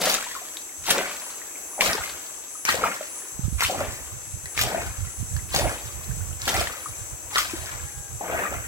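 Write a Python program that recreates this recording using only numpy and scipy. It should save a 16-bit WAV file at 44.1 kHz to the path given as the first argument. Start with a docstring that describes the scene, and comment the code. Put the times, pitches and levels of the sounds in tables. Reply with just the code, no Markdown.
"""On a forest river, water is bailed out of a wooden boat about once a second: swarms of damped sines over
coloured noise make the scoop's slosh in the bilge and each throw's splash and spray; single ringing air
pockets slap, plop and gurgle. Cicadas are banded hiss and thin wandering sines, the river is a steady
noise murmur, a breeze buffets mostly the right microphone port with low lumpy noise and falling thuds,
and a far bird hoots once, a soft tone with its octave."""
import sys
import numpy as np
from scipy import signal
from scipy.fft import rfft, irfft, next_fast_len
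from scipy.io import wavfile
from scipy.ndimage import uniform_filter1d, map_coordinates

SR = 44100
rng = np.random.default_rng(int(sys.argv[2]) if len(sys.argv) > 2 else 0)


def boost_factor(decibels):
    """Convert a level in decibels to a linear amplitude factor."""
    exponent = np.asarray(decibels, float) / 20
    return 10 ** exponent


def materialize(psi):
    """Save the field psi as 16-bit PCM at rate SR to the path in sys.argv[1].

    A 1-D psi becomes a single channel; in a 2-D psi each row is a channel.
    """
    bounded = np.clip(np.atleast_2d(psi).T, -1, 1)
    quanta = np.round(bounded * 32767).astype(np.int16)
    wavfile.write(sys.argv[1], SR, quanta)


N = 382391


def unit(x):
    """Scales a sound to rms 1."""
    return x / np.sqrt(np.mean(x ** 2) + 1e-20)


def along(points, hz):
    """Reads (Hz, value) points along a logarithmic frequency axis."""
    f, v = np.transpose(points)
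    return np.interp(np.log(hz + 1), np.log(f + 1), v)


def curves(rows):
    """Draws one value per sample for each column after the time."""
    s, *cols = np.transpose(rows)
    return [np.interp(np.arange(N) / SR, s, c) for c in cols]


def wobble(rate):
    """A smooth random curve through rate knots a second."""
    knots = rng.standard_normal(int(N * rate / SR) + 4)
    return map_coordinates(knots, [np.arange(N) * rate / SR])


def filtered(x, response):
    """Multiplies the spectrum of x by a complex response of frequency."""
    m = next_fast_len(N + 8192)
    return irfft(rfft(x, m) * response(np.fft.rfftfreq(m, 1 / SR)), m)[..., :N]


def hiss(spectrum, channels):
    """Noise coloured by a spectrum, at rms 1."""
    white = rng.standard_normal((channels, N))
    return unit(filtered(white, lambda hz: boost_factor(along(spectrum, hz))))


def swell(s, rise_s, hold_s, db, start_db, fall):
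    """Gain of events that set in at start_db from full, rise, hold and fall (dB per s); overlaps add in power."""
    grid = np.arange(0, N, 64)
    t = grid / SR - np.asarray(s)[:, None]
    rise_s, hold_s, db = (np.reshape(v, (-1, 1)) for v in (rise_s, hold_s, db))
    rise_s = rise_s + 1e-3
    rise_db = np.minimum(start_db * (1 - t / rise_s), 0)
    fall_db = fall * np.maximum(t - rise_s - hold_s, 0)
    power = np.sum(boost_factor(db + rise_db - fall_db) ** 2 * (t >= 0), axis=0)
    return np.interp(np.arange(N), grid, np.sqrt(power))


def bubbles(s, hz, db, cycles, rise, size, soft=0.022):
    """Damped sines, eased in over soft cycles and 30 dB down after cycles; a positive rise bends pitch upward."""
    t = np.arange(size) / SR
    turns = hz[:, None] * t
    wave = np.sin(2 * np.pi * turns * (1 + rise * turns / cycles))
    wave = wave * np.exp(-np.log(1000) * turns / cycles / 2)
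    wave = wave * (1 - np.exp(-turns / soft)) * np.hanning(2 * size)[size:]
    at = np.round(s * SR).astype(int)[:, None] + np.arange(size)
    return np.bincount(at.ravel(), (boost_factor(db)[:, None] * wave).ravel(), N + SR)[:N]


def froth(spectrum, mid_hz, spread, cycles, uneven_db, share, count, size):
    """A swarm of bubbles of scattered size holds a share of the power; rushing noise holds the rest."""
    hz = np.clip(mid_hz * np.exp(spread * rng.standard_normal(count)), 100, SR / 2.5)
    db = uneven_db * rng.standard_normal(count)
    swarm = bubbles(rng.random(count) * N / SR, hz, db, cycles, rise=0.2, size=size, soft=1.03)
    swarm = unit(filtered(swarm, lambda f: boost_factor(np.minimum(along(spectrum, f) + 12, 0))))
    return np.sqrt(share) * swarm + np.sqrt(1 - share) * hiss(spectrum, channels=1)[0]


def spurts(rate, fade_s, depth):
    """Water arrives in handfuls, rate a second: each starts at once and thins out."""
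    starts = (rng.random(N) < rate / SR) * rng.random(N)
    return 1 + depth * signal.lfilter([1], [1, -np.exp(-1 / (fade_s * SR))], starts)


# the scoop drags through the bilge, levels before the mix trims: start_s, swell_s, hold_s, slosh_db, splash_db
SCOOP_STROKES = [(0.0, 0.049, 0.066, -30.5, -29), (0.879, 0.11, 0.011, -26.5, -29),
                 (1.788, 0.083, 0.043, -30.5, -29), (2.726, 0.096, 0.057, -31, -32.5),
                 (3.685, 0.12, 0.012, -29, -34), (4.608, 0.14, 0.044, -31.5, -34.5),
                 (5.541, 0.065, 0.079, -29.5, -33.5), (6.472, 0.067, 0.045, -28.5, -29),
                 (7.362, 0.026, 0.38, -49, -43), (8.207, 0.13, 0.1, -32.5, -33),
                 (8.506, 0.0062, 0.021, -35, -37.5)]
# thrown water lands on the river, levels before the mix trims:
# full_s, lead_s (first drops ahead of full), hold_s, spray_db, slap_db
WATER_THROWS = [(0.015, 0.015, 0.12, -25.5, -33), (0.897, 0.059, 0.014, -23, -29),
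                (1.806, 0.0047, 0.069, -25, -24), (2.688, 0.037, 0.021, -25.5, -21),
                (3.621, 0.04, 0.023, -26.5, -24), (4.593, 0.046, 0.032, -28.5, -27.5),
                (5.566, 0.076, 0.023, -27.5, -31.5), (6.478, 0.086, 0.13, -31, -31.5),
                (7.382, 0.08, 0.022, -26, -26)]


def efforts():
    """Gains of slosh, splash and spray: each stroke swells, stops and leaves water running off."""
    lead_db, entry_db, churn_db = -22, -4, -11.5  # onset under full: first drops, slosh, splash
    spray_fall, slap_fall, slosh_fall, splash_fall = 400, 300, 170, 130  # dB per s
    # run-off: (dB against the peak, fall in dB per s)
    spray_drip, slosh_drip, splash_drip = (-11, 36), (-15, 55), (-9, 40)
    s, lead_s, length_s, spray_db, slap_db = np.transpose(WATER_THROWS)
    at, swell_s, hold_s, slosh_db, churned_db = np.transpose(SCOOP_STROKES)

    def throw(hold, db, fall):
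        return swell(s - lead_s, lead_s, hold, db, lead_db, fall)

    def scoop(db, start_db, fall, drip):
        stroke = swell(at, swell_s, hold_s, db, start_db, fall)
        run_off = swell(at, swell_s, hold_s, db + drip[0], start_db, drip[1])
        return np.hypot(stroke, run_off)

    drip_db, drip_fall = spray_drip
    spray = np.hypot(throw(length_s, spray_db, spray_fall), throw(length_s, spray_db + drip_db, drip_fall))
    slosh = scoop(slosh_db, entry_db, slosh_fall, slosh_drip)
    churn = scoop(churned_db, churn_db, splash_fall, splash_drip)
    return slosh, np.hypot(churn, throw(0, slap_db, slap_fall)), spray


# water slaps on water or wood, levels before the ring and crack trims: start_s, level_db, pitch_hz
WATER_SLAPS = [(0.107, -18, 2460), (0.142, 1, 6400), (0.225, -15.5, 1510), (0.57, -15, 3560),
               (0.858, -20, 3570), (0.908, -6, 1700), (1.809, 2, 2200), (1.861, -10, 1340),
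               (1.932, -4, 5000), (2.652, -2.5, 5550), (2.69, -3.5, 1210), (2.699, -8, 1900),
               (3.607, -5, 1960), (3.623, -8, 960), (3.649, -5.5, 2420), (4.457, -17.5, 1830),
               (4.577, -7, 2260), (4.591, -11, 1520), (5.365, -17, 1600), (5.544, -11, 725),
               (5.548, -2.5, 6200), (5.562, 0.5, 4200), (6.418, -12, 5560), (6.482, -9.5, 3050),
               (6.672, -11.5, 1800), (7.358, -6, 1740), (7.43, -11, 4960)]
# single pockets of air plop and gurgle, levels before the trim: start_s, level_db, pitch_hz
AIR_PLOPS = [(0.071, -16.5, 586), (.265, -28.5, 930), (.311, -32, 1880), (0.363, -28, 1060),
             (0.416, -34, 686), (1.78, -24.5, 750), (1.979, -28, 840), (2.036, -25, 2040),
             (2.743, -19, 490), (3.008, -23.5, 586), (3.696, -28, 745), (3.808, -17, 585),
             (4.636, -23, 704), (4.746, -15.5, 644), (5.654, -17.5, 576), (6.478, -25, 736),
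             (6.61, -19, 657), (8.347, -22, 660), (7.364, -17.5, 1330), (7.45, -30, 1510),
             (7.534, -20.5, 312), (8.21, -23, 770), (8.464, -25, 1820), (8.522, -28, 563)]


def plops():
    """Each one is a ringing pocket of air; a slap also cracks, as small bubbles are torn off at the blow."""
    s, db, hz = np.transpose(WATER_SLAPS)
    slap_ring = bubbles(s, hz, db - 5, cycles=12, rise=.1, size=1500, soft=.7)
    at, plop_db, plop_hz = np.transpose(AIR_PLOPS)
    life = 0.022 * plop_hz[:, None]  # cycles in 22 ms, the time to fall 30 dB
    plop_ring = bubbles(at, plop_hz, plop_db + 4, cycles=life, rise=0.075, size=1500, soft=0.52)
    # 24 small bubbles a slap, the later the softer
    late, smallness = rng.random((2, len(s), 24))
    largest_hz = np.minimum(hz[:, None], 4000)
    crack_hz = largest_hz * (14000 / largest_hz) ** smallness
    crack_db = db[:, None] - 8 - 12 * late
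    crack_s = s[:, None] + .009 * late ** 2
    crack = bubbles(crack_s.ravel(), crack_hz.ravel(), crack_db.ravel(), cycles=3.5, rise=.1, size=300)
    return slap_ring + plop_ring + crack


# answer of hull and banks: pitch_hz, t60_s
BANK_DECAY = [(300, 0.24), (10000, 0.18)]


def ports(x, echo_db):
    """The left port hears the boat late, by more as the phone turns away; hull and banks answer unlike by side."""
    hz, t, z = signal.stft(rng.standard_normal((2, 2, SR // 4)), SR, nperseg=256)
    decay = boost_factor(-60 * t / along(BANK_DECAY, hz)[:, None])
    tail = signal.istft(z * decay, SR, nperseg=256)[1]
    tail = tail / np.linalg.norm(tail[0, 0])
    # the answer turns steadily between two random tails, once in 0.7 s, so no fixed pitch stands out
    turn = 2 * np.pi * np.arange(N) / SR / .7
    places = x * np.array([np.cos(turn), np.sin(turn)])
    echo = signal.fftconvolve(places[:, None], tail, axes=2).sum(axis=0)[:, :N]
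    lag_s = np.linspace(.00009, .00018, N) + .00006 * wobble(40)  # drops land all over the water
    late = map_coordinates(x, [np.arange(N) - SR * lag_s])
    direct = np.array([late, x])
    return (direct + boost_factor(echo_db) * echo) * boost_factor([[1.2], [-1.2]])


# water spectra, relative: pitch_hz, level_db (per Hz)
SLOSH_SPECTRUM = [(100, -49), (170, -7), (470, -9.5), (630, -13.5), (800, -9.5), (2200, -35.5)]
SPLASH_SPECTRUM = [(500, -33), (1100, -9.5), (2300, -4.5), (4200, -25)]
SPRAY_SPECTRUM = [(1500, -5), (3200, 8), (8000, -1.5), (16000, -3)]


def bailing():
    """Large bubbles slosh in the hull, middle ones burst in the splash, fine drops crackle in the spray."""
    slosh_gain, splash_gain, spray_gain = efforts()
    slosh = froth(SLOSH_SPECTRUM, 617.0, 0.1834, cycles=19, uneven_db=4, share=0.73, count=2200, size=1400)
    splash = froth(SPLASH_SPECTRUM, 1603, 0.364, cycles=15.9, uneven_db=1.5, share=0.7, count=3200, size=600)
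    spray = froth(SPRAY_SPECTRUM, 6500, .55, cycles=3, uneven_db=4.5, share=.55, count=24000, size=64)
    plinks = froth(SPLASH_SPECTRUM, 1319, 0.47, cycles=29.5, uneven_db=8.5, share=1.0, count=900, size=600)
    handfuls = spurts(55, fade_s=.004, depth=2.6)
    # the current plinks along the hull all the while, and more with each splash
    thrown = (boost_factor(-58) + boost_factor(-7.5) * splash_gain) * plinks
    thrown = thrown + splash_gain * unit(splash * handfuls ** 0.68)
    thrown = thrown + boost_factor(2.0) * spray_gain * unit(spray * handfuls)
    pockets = filtered(plops(), lambda hz: (1j * hz / (250 + 1j * hz)) ** 2)  # bass rolled off below 250 Hz
    in_hull = ports(slosh_gain * slosh, echo_db=-12.0)
    return in_hull + ports(pockets, echo_db=-5.0) + ports(thrown, echo_db=-4.0)


def tone(hz, unsteady):
    """A sine whose phase wanders separately on each side."""
    wander = unsteady * np.array([wobble(16), wobble(7.5)])
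    return np.sqrt(2) * np.sin(2 * np.pi * np.cumsum(hz) / SR + wander)


# cicada hiss before its trim: time_s, level_db, left_over_right_db
CICADA_CHORUS = [(0, -38, 2.5), (8.67, -38.5, 6)]
# cicada hiss spectrum, relative: pitch_hz, level_db (per Hz)
CICADA_SPECTRUM = [(4800, -19), (5500, -13), (5850, -7), (6200, 2.5), (6800, -9.5), (7300, 2.5),
                   (7950, 3.5), (8400, -4), (9000, -41)]
# pitch of the nearest cicada: time_s, pitch_hz
NEAR_WHINE = [(0, 10430), (3.4, 10430), (5.8, 10440), (8.67, 10460)]
# the nearest cicada swells again and again, before its flutter: peak_s, level_db
NEAR_SWELLS = [(1.25, -47), (1.78, -46), (2.6, -49.5), (3.17, -45), (3.6, -49), (4.52, -50), (5.2, -46),
               (5.44, -49), (5.67, -43), (6.049, -60), (6.858, -48), (7.62, -53)]
# far singers, about which level and pitch wander: pitch_hz, level_db
FAR_SINGERS = [(2615, -66), (10130, -66), (11340, -62), (11580, -62)]


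def cicadas():
    """A far chorus blurs into two bands of hiss; single singers hold thin whines that swell and fade."""
    chorus_db, pan_db = curves(CICADA_CHORUS)
    chorus_db = chorus_db - 0.5 + 0.74 * wobble(21) + [pan_db / 2, -pan_db / 2]
    chorus = boost_factor(chorus_db) * hiss(CICADA_SPECTRUM, channels=2)
    swell_s, between_db = 0.061, -51.5  # bell width, and level kept between swells
    t = np.arange(N) / SR
    near_gain = boost_factor(between_db)
    for at, peak_db in NEAR_SWELLS:
        near_gain = near_gain + boost_factor(peak_db) * np.exp(-((t - at) / swell_s) ** 2 / 2)
    near = near_gain * boost_factor(1.6 * wobble(12)) * tone(curves(NEAR_WHINE)[0], unsteady=1.0)
    far = 0
    for pitch_hz, level_db in FAR_SINGERS:
        far = far + boost_factor(level_db + 4 * wobble(3)) * tone(pitch_hz + 12 * wobble(0.69), unsteady=0.5)
    return chorus + near + far


# murmur spectrum, relative: pitch_hz, level_db (per Hz)
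RIVER_SPECTRUM = [(110, -32.5), (300, 0.5), (700, -1.5), (2500, -8), (4000, -23), (9300, -16.5),
                  (11000, -5), (12600, -5), (13700, -17), (14800, -6.5), (16000, -5.5)]
# left-right likeness of the murmur: pitch_hz, likeness (1 = same on both sides)
RIVER_LIKENESS = [(300, 1), (700, 0.73), (1500, 0.042)]


def river():
    """The steady murmur of water and leaves, alike on both sides only in the bass."""
    def mid_side(hz):
        turn = np.arccos(np.clip(along(RIVER_LIKENESS, hz), -1, 1)) / 2
        return np.array([np.cos(turn), np.sin(turn)])

    mid, side = filtered(hiss(RIVER_SPECTRUM, channels=2), mid_side)
    swell_db = 1.8 * wobble(4.2)
    return boost_factor(-43.5 + swell_db) * np.array([mid + side, mid - side]) * boost_factor([[1.1], [-1.1]])


# gusts on each port: full_s, hold_s, level_db
LEFT_PORT_GUSTS = [(4.79, 0.14, -37), (7.265, 0.3, -51)]
RIGHT_PORT_GUSTS = [(0.82, 0.057, -44), (1.905, 0.034, -36), (2.722, 0.037, -39.5), (3.423, 0.069, -23.5),
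                    (3.778, 0.66, -37.5), (4.597, 0.48, -32), (5.207, 0.45, -26), (5.948, 0.56, -28),
                    (6.875, 0.49, -39.5), (7.557, 0.83, -36.5), (8.58, 0.035, -29)]
# buffeting spectrum, relative: pitch_hz, level_db (per Hz)
BUFFET_SPECTRUM = [(20, -60), (45, -5), (75, -1), (120, -5), (200, -22.5), (400, -49)]
# single eddies strike the right port, levels before boost and smoothing: start_s, level_db
EDDY_THUDS = [(3.393, -32), (3.481, -29.5), (3.527, -33), (5.228, -34.5), (5.562, -29.5)]


def wind():
    """Eddies thump each port on its own, the right one far harder; the sharpest are short falling thuds."""
    rise_s, start_db, fall, calm_db = 0.1, -29, 74, -66.5  # fall in dB per s; calm_db never stops
    lumps = boost_factor(8 * np.tanh(np.array([wobble(21), wobble(22)])))
    gusts = []
    for rows in (LEFT_PORT_GUSTS, RIGHT_PORT_GUSTS):
        s, hold_s, db = np.transpose(rows)
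        gusts.append(swell(s - rise_s, rise_s, hold_s, db, start_db, fall) + boost_factor(calm_db))
    buffets = np.array(gusts) * unit(lumps * hiss(BUFFET_SPECTRUM, channels=2))
    s, db = np.transpose(EDDY_THUDS)
    thuds = bubbles(s, np.full(len(s), 198.0), db + 18.0, cycles=4.1, rise=-0.5, size=1400)
    thuds = uniform_filter1d(thuds, size=60)  # dulls the onset
    return buffets + thuds * np.array([[0], [1]])


# the hoot's glide and level before its flutter: time_s, pitch_hz, level_db
BIRD_HOOT = [(7.8, 815, -62), (7.86, 826, -55), (8.1, 806, -56), (8.17, 808, -75)]


def bird():
    """One soft far note with its octave, both wandering in phase angle."""
    hz, db = curves(BIRD_HOOT)
    sounding = db > max(db[0], db[-1])  # silent before and after the note
    note = tone(hz, unsteady=0.56) + tone(2 * hz, unsteady=0.68)
    return boost_factor(db + 4.2 * wobble(25)) * note * sounding


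def scene():
    """Boat, forest, river, breeze and bird."""
    return bailing() + cicadas() + river() + wind() + bird()


def roll_off(x):
    """The treble ends steeply here."""
    return signal.sosfilt(signal.butter(12, 16820, fs=SR, output="sos"), x)


def record(dry):
    """The phone keeps nothing above its band limit."""
    top_hz = 15950
    mix = filtered(dry, lambda hz: hz < top_hz)
    return roll_off(mix)


dry = scene()
out = record(dry)
materialize(out)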